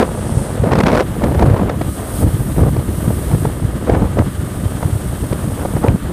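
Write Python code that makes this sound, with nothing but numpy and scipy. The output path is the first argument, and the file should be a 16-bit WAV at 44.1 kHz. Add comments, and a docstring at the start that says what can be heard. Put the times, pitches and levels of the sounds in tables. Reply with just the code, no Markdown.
"""Wind on a bare microphone at the stern of a motorboat towing a water-skier across a lake.
Large eddies rumble and buffet the diaphragm; small ones flutter and tear into crackle in the gusts.
Beneath it the engine drones at steady speed, the wake rushes and spray hisses.
One tick sounds near the end; a limiter holds the peaks."""
import sys
import numpy as np
from scipy import signal
from scipy.fft import rfft, irfft
from scipy.io import wavfile
from scipy.ndimage import uniform_filter1d, minimum_filter1d

SR = 44100
rng = np.random.default_rng(int(sys.argv[2]) if len(sys.argv) > 2 else 0)


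def int16_out(signal):
    """Quantize to a 16-bit WAV file."""
    q = np.round(np.clip(np.atleast_2d(signal).T, -1, 1) * 32767)
    wavfile.write(sys.argv[1], SR, q.astype(np.int16))


N = 269892
TIME = np.arange(N) / SR

# spectrum of tearing air: (frequency [Hz], density [dB])
CRACKLE_SPECTRUM = [(600, 10), (1200, 9), (2000, 3.5), (3000, -5.5), (4500, -8), (7000, -16.5),
                    (10000, -21), (15000, -29)]


def from_db(db):
    """Decibels to gain."""
    return 10 ** (np.asarray(db) / 20)


def unit_rms(x):
    """Scale to rms 1."""
    return x / np.sqrt(np.mean(x ** 2) + 1e-20)


def curves(rows):
    """Interpolate each column over the first, time [s]."""
    times_s, *columns = np.transpose(rows)
    return [np.interp(TIME, times_s, column) for column in columns]


def around(at_s, reach_s):
    """Samples within reach_s of at_s."""
    return slice(max(int((at_s - reach_s) * SR), 0), int((at_s + reach_s) * SR))


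def drift(cutoff_hz):
    """Smooth random wander, rms 1."""
    hz = np.arange(N // 2 + 1) * SR / N
    return unit_rms(irfft(rfft(rng.standard_normal(N)) / (1 + (hz / cutoff_hz) ** 4), N))


def noise(spectrum):
    """Coloured noise, rolled off beyond the spectrum's ends; rms 1."""
    points_hz, db = np.transpose(spectrum)
    hz = np.arange(N // 2 + 1) * SR / N + 1e-3
    rolloff = 1 / (1 + (points_hz[0] / hz / 2) ** 4) / (1 + (hz / points_hz[-1] / 2) ** 4)
    gain = from_db(np.interp(np.log(hz), np.log(points_hz), db)) * rolloff
    return unit_rms(irfft(rfft(rng.standard_normal(N)) * gain, N))


def evened(x, span_s):
    """Level out slow swells, keep the fast grain."""
    power = uniform_filter1d(x ** 2, max(int(span_s * SR), 2))
    return x / np.sqrt(uniform_filter1d(power, max(int(span_s * SR / 2), 2)) + 1e-6)


def spray(patter_db):
    """Sheets of spray from the hull hiss as countless droplets land."""
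    # spray strength: (time [s], hiss [dB], relative mist level [dB])
    levels = [(0.0, -40.5, -49), (0.42, -34, -51), (0.71, -44, -49.5), (1.35, -42.5, -45),
              (1.72, -49, -50.5), (1.89, -37, -42), (2.05, -38.5, -43), (2.21, -31.5, -35),
              (2.26, -38.5, -42), (2.58, -38.5, -40.5), (2.78, -42, -44.5), (3.02, -37, -40.5),
              (3.42, -37.5, -41.5), (3.59, -42, -48), (3.99, -43.5, -49.5), (4.82, -38.5, -44.5),
              (5.8, -39, -44.5), (6.05, -44.5, -49)]
    # droplet and fine mist spectra: (frequency [Hz], density [dB])
    hiss_spectrum = [(4000, -14), (6500, -12), (7400, -11.5), (7850, -5.5), (8150, 0.5), (8800, -1.5),
                     (9400, 0), (10300, -7), (12000, -13.5), (15000, -40)]
    mist_spectrum = [(4000, -11.5), (7000, -28), (9000, -3), (11000, -1), (12500, -2), (13400, -3),
                     (14200, -5.5), (15400, -6.5)]
    hiss_db, mist_db = curves(levels)
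    hiss = from_db(hiss_db) * noise(hiss_spectrum)
    mist = from_db(mist_db + 3.5) * noise(mist_spectrum)
    return (hiss + mist) * from_db(patter_db * drift(90))


def engine(crank_hz, wander, waver_db):
    """Crankshaft orders under steady load, each wavering in the moving air."""
    # drone partials: (order [x crank rate], relative level [dB])
    orders = [(4, -35.5), (6, -42), (12, -44), (13, -68), (15, -56.5), (20, -51.5), (23, -49), (24, -49.5),
              (25, -48), (30, -55), (43, -59)]
    turns = np.cumsum(crank_hz * (1 + wander * drift(2.8))) / SR
    drone = np.zeros(N)
    for order, db in orders:
        amplitude = np.sqrt(2) * from_db(db - 2.0 + waver_db * drift(30))
        drone += amplitude * np.sin(2 * np.pi * (order * turns + rng.random()))
    return drone


def wake(level_db, churn_db):
    """Churning water rushes steadily astern."""
    # wake spectrum: (frequency [Hz], density [dB])
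    spectrum = [(80, 5), (170, -4), (280, -3), (450, -13), (650, -34), (900, -21), (1250, -17.5),
                (1750, -18.5), (2400, -27.5), (3200, -24.5), (4300, -32), (5700, -38), (7200, -32.5),
                (12000, -48)]
    return from_db(level_db + churn_db * drift(30)) * noise(spectrum)


def tick(at_s, level_db, ring_hz, decay_s):
    """One short ringing tick close to the microphone."""
    age_s = np.maximum(TIME - at_s, 0)
    return from_db(level_db) * np.exp(-age_s / decay_s) * np.sin(2 * np.pi * ring_hz * age_s)


def gust(start_s, hold_s, slowness=1, attack_s=0.022, release_s=0.02):
    """Envelope of one gust; slowness stretches its Gaussian flanks."""
    early = np.maximum(start_s - TIME, 0) / (attack_s * slowness)
    late = np.maximum(TIME - start_s - hold_s, 0) / (release_s * slowness)
    return np.exp(-early ** 2 - late ** 2)


def airflow(lull_s):
    """Gusts add power to the airstream; returns rumble, flutter and tearing (extra crackle) in dB."""
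    # flow between gusts: (time [s], rumble [dB], flutter [dB])
    airstream = [(0.0, -26, -26), (0.41, -21.5, -26), (0.68, -29.5, -25), (0.83, -35, -29),
                 (1.0, -26.5, -37), (1.23, -18, -23), (1.41, -11.5, -20), (1.57, -17, -18),
                 (1.79, -18.5, -35), (1.99, -24, -28), (2.42, -17.5, -30.5), (3.63, -21.5, -31),
                 (4.04, -16, -30), (4.33, -22.5, -34), (4.82, -23, -30.5), (5.1, -24.5, -32.5),
                 (5.78, -23, -28), (6.12, -17.5, -30)]
    # brief drops in that flow: (time [s], depth [dB])
    lulls = [(1.925, 8), (4.32, 9), (6.0, 21)]
    # gusts on top: (start [s], hold [s], rumble [dB], flutter [dB], tearing [dB])
    gusts = [(0.0, 0.02, -17.5, -8, 5), (0.661, 0.16, -16.5, -19.5, -1), (0.732, 0.072, -15, -13.5, 8.5),
             (0.868, 0.14, -17, -12, 7.5), (1.235, .02, -32, -21, 1), (1.398, 0.15, -24, -20.5, -1),
             (1.597, 0.14, -27, -24.5, -16), (2.229, .03, -13.5, -21.5, -17),
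             (2.588, 0.087, -13, -20.5, -8), (3.05, 0.059, -16, -29.5, -16), (3.319, 0.019, -16, -21, 1),
             (3.899, 0.049, -21.5, -12, -2), (3.97, 0.084, -20, -23.5, -5),
             (4.193, 0.0095, -12, -14.5, -26), (5.454, 0.059, -18, -38, -10), (5.607, 0.015, -32, -24.5, 7),
             (5.844, 0.058, -16, -18.5, -7)]
    lull_db = sum(db * np.exp(-((TIME - at_s) / lull_s) ** 2) for at_s, db in lulls)
    rumble_power, flutter_power = from_db(curves(airstream) - lull_db) ** 2
    tearing_sum = np.zeros(N)
    for start_s, hold_s, rumble_db, flutter_db, tearing_db in gusts:
        # large eddies build and die more slowly
        rumble_power += (from_db(rumble_db) * gust(start_s, hold_s, slowness=2.04)) ** 2
        gust_power = (from_db(flutter_db) * gust(start_s, hold_s)) ** 2
        flutter_power += gust_power
        tearing_sum += gust_power * tearing_db
    return 10 * np.log10(rumble_power), 10 * np.log10(flutter_power), tearing_sum / flutter_power


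def slaps(body_s, edge_s):
    """Sharp puffs of air, their crackling edge briefer than their body."""
    # puffs: (time [s], body [dB], edge [dB])
    puffs = [(0.641, -9.5, -34), (0.723, -9, -20.5), (0.787, -18, -21), (0.806, -6, -14),
             (0.838, -21, -14.5), (0.867, -9, -12), (0.934, -6, -22), (1.24, -10, -22), (1.396, -16, -24),
             (1.427, -6.5, -20.5), (1.698, -16, -18.5), (1.816, -11.5, -26), (2.635, -8.5, -38),
             (2.766, -18, -29), (3.11, -17, -47), (3.454, -9.5, -33), (3.899, -9.5, -28),
             (4.025, -13.5, -43), (4.191, -12, -22), (4.83, -13, -46), (5.33, -12, -25.5),
             (5.655, -12, -35), (5.768, -12, -37), (5.844, -9, -33), (5.885, -15.5, -23.5)]
    # body spectrum: (frequency [Hz], density [dB])
    puff_spectrum = [(250, 5), (450, 1), (700, -2), (1200, -13.5), (3000, -36.5)]
    body, edge = np.zeros(N), np.zeros(N)
    for at_s, body_db, edge_db in puffs:
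        near = around(at_s, 0.03)
        offset_s = TIME[near] - at_s
        body[near] += from_db(body_db) * np.exp(-.5 * (offset_s / body_s) ** 2)
        edge[near] += from_db(edge_db) * np.exp(-.5 * (offset_s / edge_s) ** 2)
    body *= evened(noise(puff_spectrum), span_s=0.0043)
    edge *= evened(noise(CRACKLE_SPECTRUM), span_s=0.0018)
    return body + edge


def lesser_eddies(rumble_db, flutter_db, count, calm_hz=121, calm_db=-28.5, db_per_octave=25.5):
    """Chance eddies scale with the rumble and swing quicker in fast flow; rows for buffets()."""
    jitter, weakness, pace = rng.random((count, 3)).T
    at_s = (np.arange(count) + jitter) * TIME[-1] / count
    peak_db = np.interp(at_s, TIME, rumble_db) + 12 - 7 * weakness
    octaves = (np.interp(at_s, TIME, flutter_db) - calm_db) / db_per_octave + pace - .5
    return list(zip(at_s, peak_db, calm_hz * 2 ** octaves))


def buffets(lesser, width_cycles):
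    """Each passing eddy pushes and pulls the diaphragm for about one swing."""
    # large eddies hitting the port: (time [s], envelope peak [dB], swing [Hz])
    large = [(0.376, -1.5, 109), (0.604, -4, 99), (0.673, -3, 176), (0.84, 2.5, 158), (0.874, 1.5, 216),
             (1.485, 1, 93), (1.516, -1.5, 108), (1.54, -1.5, 115), (1.623, -2, 194), (2.25, -3, 118),
             (2.348, -6, 85.6), (2.68, -4, 112), (3.342, -0.5, 143), (3.407, -5, 118), (3.452, -4, 173),
             (3.652, -3, 112), (3.928, -4, 102), (4.665, -5, 94), (4.858, -2.5, 107), (4.932, -4.5, 93),
             (4.962, -4, 95), (5.317, -5, 123), (5.756, -6, 125), (5.892, 4.5, 112), (5.949, -1.5, 174)]
    eddies = large + lesser
    phases = np.pi * rng.uniform(-0.98, 1, len(eddies))
    pressure = np.zeros(N)
    for (at_s, peak_db, swing_hz), phase in zip(eddies, phases):
        near = around(at_s, 0.04)
        cycles = (TIME[near] - at_s) * swing_hz
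        envelope = from_db(peak_db) * np.exp(-.5 * (cycles / width_cycles) ** 2)
        pressure[near] += envelope * np.sin(2 * np.pi * cycles + phase)
    return pressure


def wind(lump_db, flutter_burst_db, crackle_burst_db, crackle_slope, pivot_db):
    """Large eddies rumble; small ones come in bursts, and the smallest grow fastest with the gust."""
    # large and small eddy spectra: (frequency [Hz], density [dB])
    rumble_spectrum = [(20, -35), (32, -21), (50, 1), (75, 3), (110, 1), (160, -2.5), (230, -8.5),
                       (350, -11), (700, -53)]
    flutter_spectrum = [(120, -8), (200, 4.5), (330, 1), (500, 5), (750, -2), (1100, -9.5), (1700, -18.5),
                        (2800, -30), (6000, -71)]
    rumble_db, flutter_db, tearing_db = airflow(lull_s=0.022)
    rumble_gain = from_db(rumble_db - 0.98 + lump_db * drift(22.4))
    rumble = rumble_gain * evened(noise(rumble_spectrum), span_s=0.041)
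    # flow breaks away from the port in spells of a few milliseconds
    bursts = np.clip(.6 * drift(90) + .8 * drift(380), -2.2, 2.2)
    grain = noise(flutter_spectrum) * from_db(flutter_burst_db * bursts)
    flutter = from_db(flutter_db) * evened(grain, span_s=0.15)
    crackle_db = pivot_db + crackle_slope * (flutter_db - pivot_db) + tearing_db - 12.5
    crackle = from_db(crackle_db) * noise(CRACKLE_SPECTRUM) * unit_rms(from_db(crackle_burst_db * bursts))
    puffs = slaps(body_s=0.0036, edge_s=0.0026)
    thumps = buffets(lesser_eddies(rumble_db, flutter_db, count=36), width_cycles=0.44)
    return rumble + flutter + crackle + puffs + thumps


def scene():
    """Wind at the microphone over boat and water, mono."""
    mix = wind(lump_db=3.5, flutter_burst_db=4.5, crackle_burst_db=6.5, crackle_slope=1.41, pivot_db=-8)
    mix += engine(crank_hz=50.1, wander=0.001036, waver_db=2.0)
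    mix += wake(level_db=-28.0, churn_db=1.43)
    mix += spray(patter_db=0.52)
    mix += tick(at_s=5.884, level_db=-12, ring_hz=2450, decay_s=0.0013)
    return mix[None]


def limiter(x, ceiling_db, release_db_per_s):
    """Gain drops just ahead of each peak and recovers at a steady rate."""
    over_db = np.maximum(20 * np.log10(np.abs(x) + 1e-9) - ceiling_db, 0)
    ramp_db = release_db_per_s * TIME
    cut_db = np.maximum.accumulate(over_db + ramp_db) - ramp_db
    return x * from_db(uniform_filter1d(minimum_filter1d(-cut_db, size=89), size=89))


def record(dry):
    """Peak limiter, then a steep low-pass."""
    cutoff_hz = 15250
    limited = limiter(dry[0], ceiling_db=-.5, release_db_per_s=90)
    lowpass = signal.ellip(12, .1, 90, cutoff_hz, fs=SR, output="sos")
    return signal.sosfilt(lowpass, limited)[None]


dry = scene()
out = record(dry)
int16_out(out)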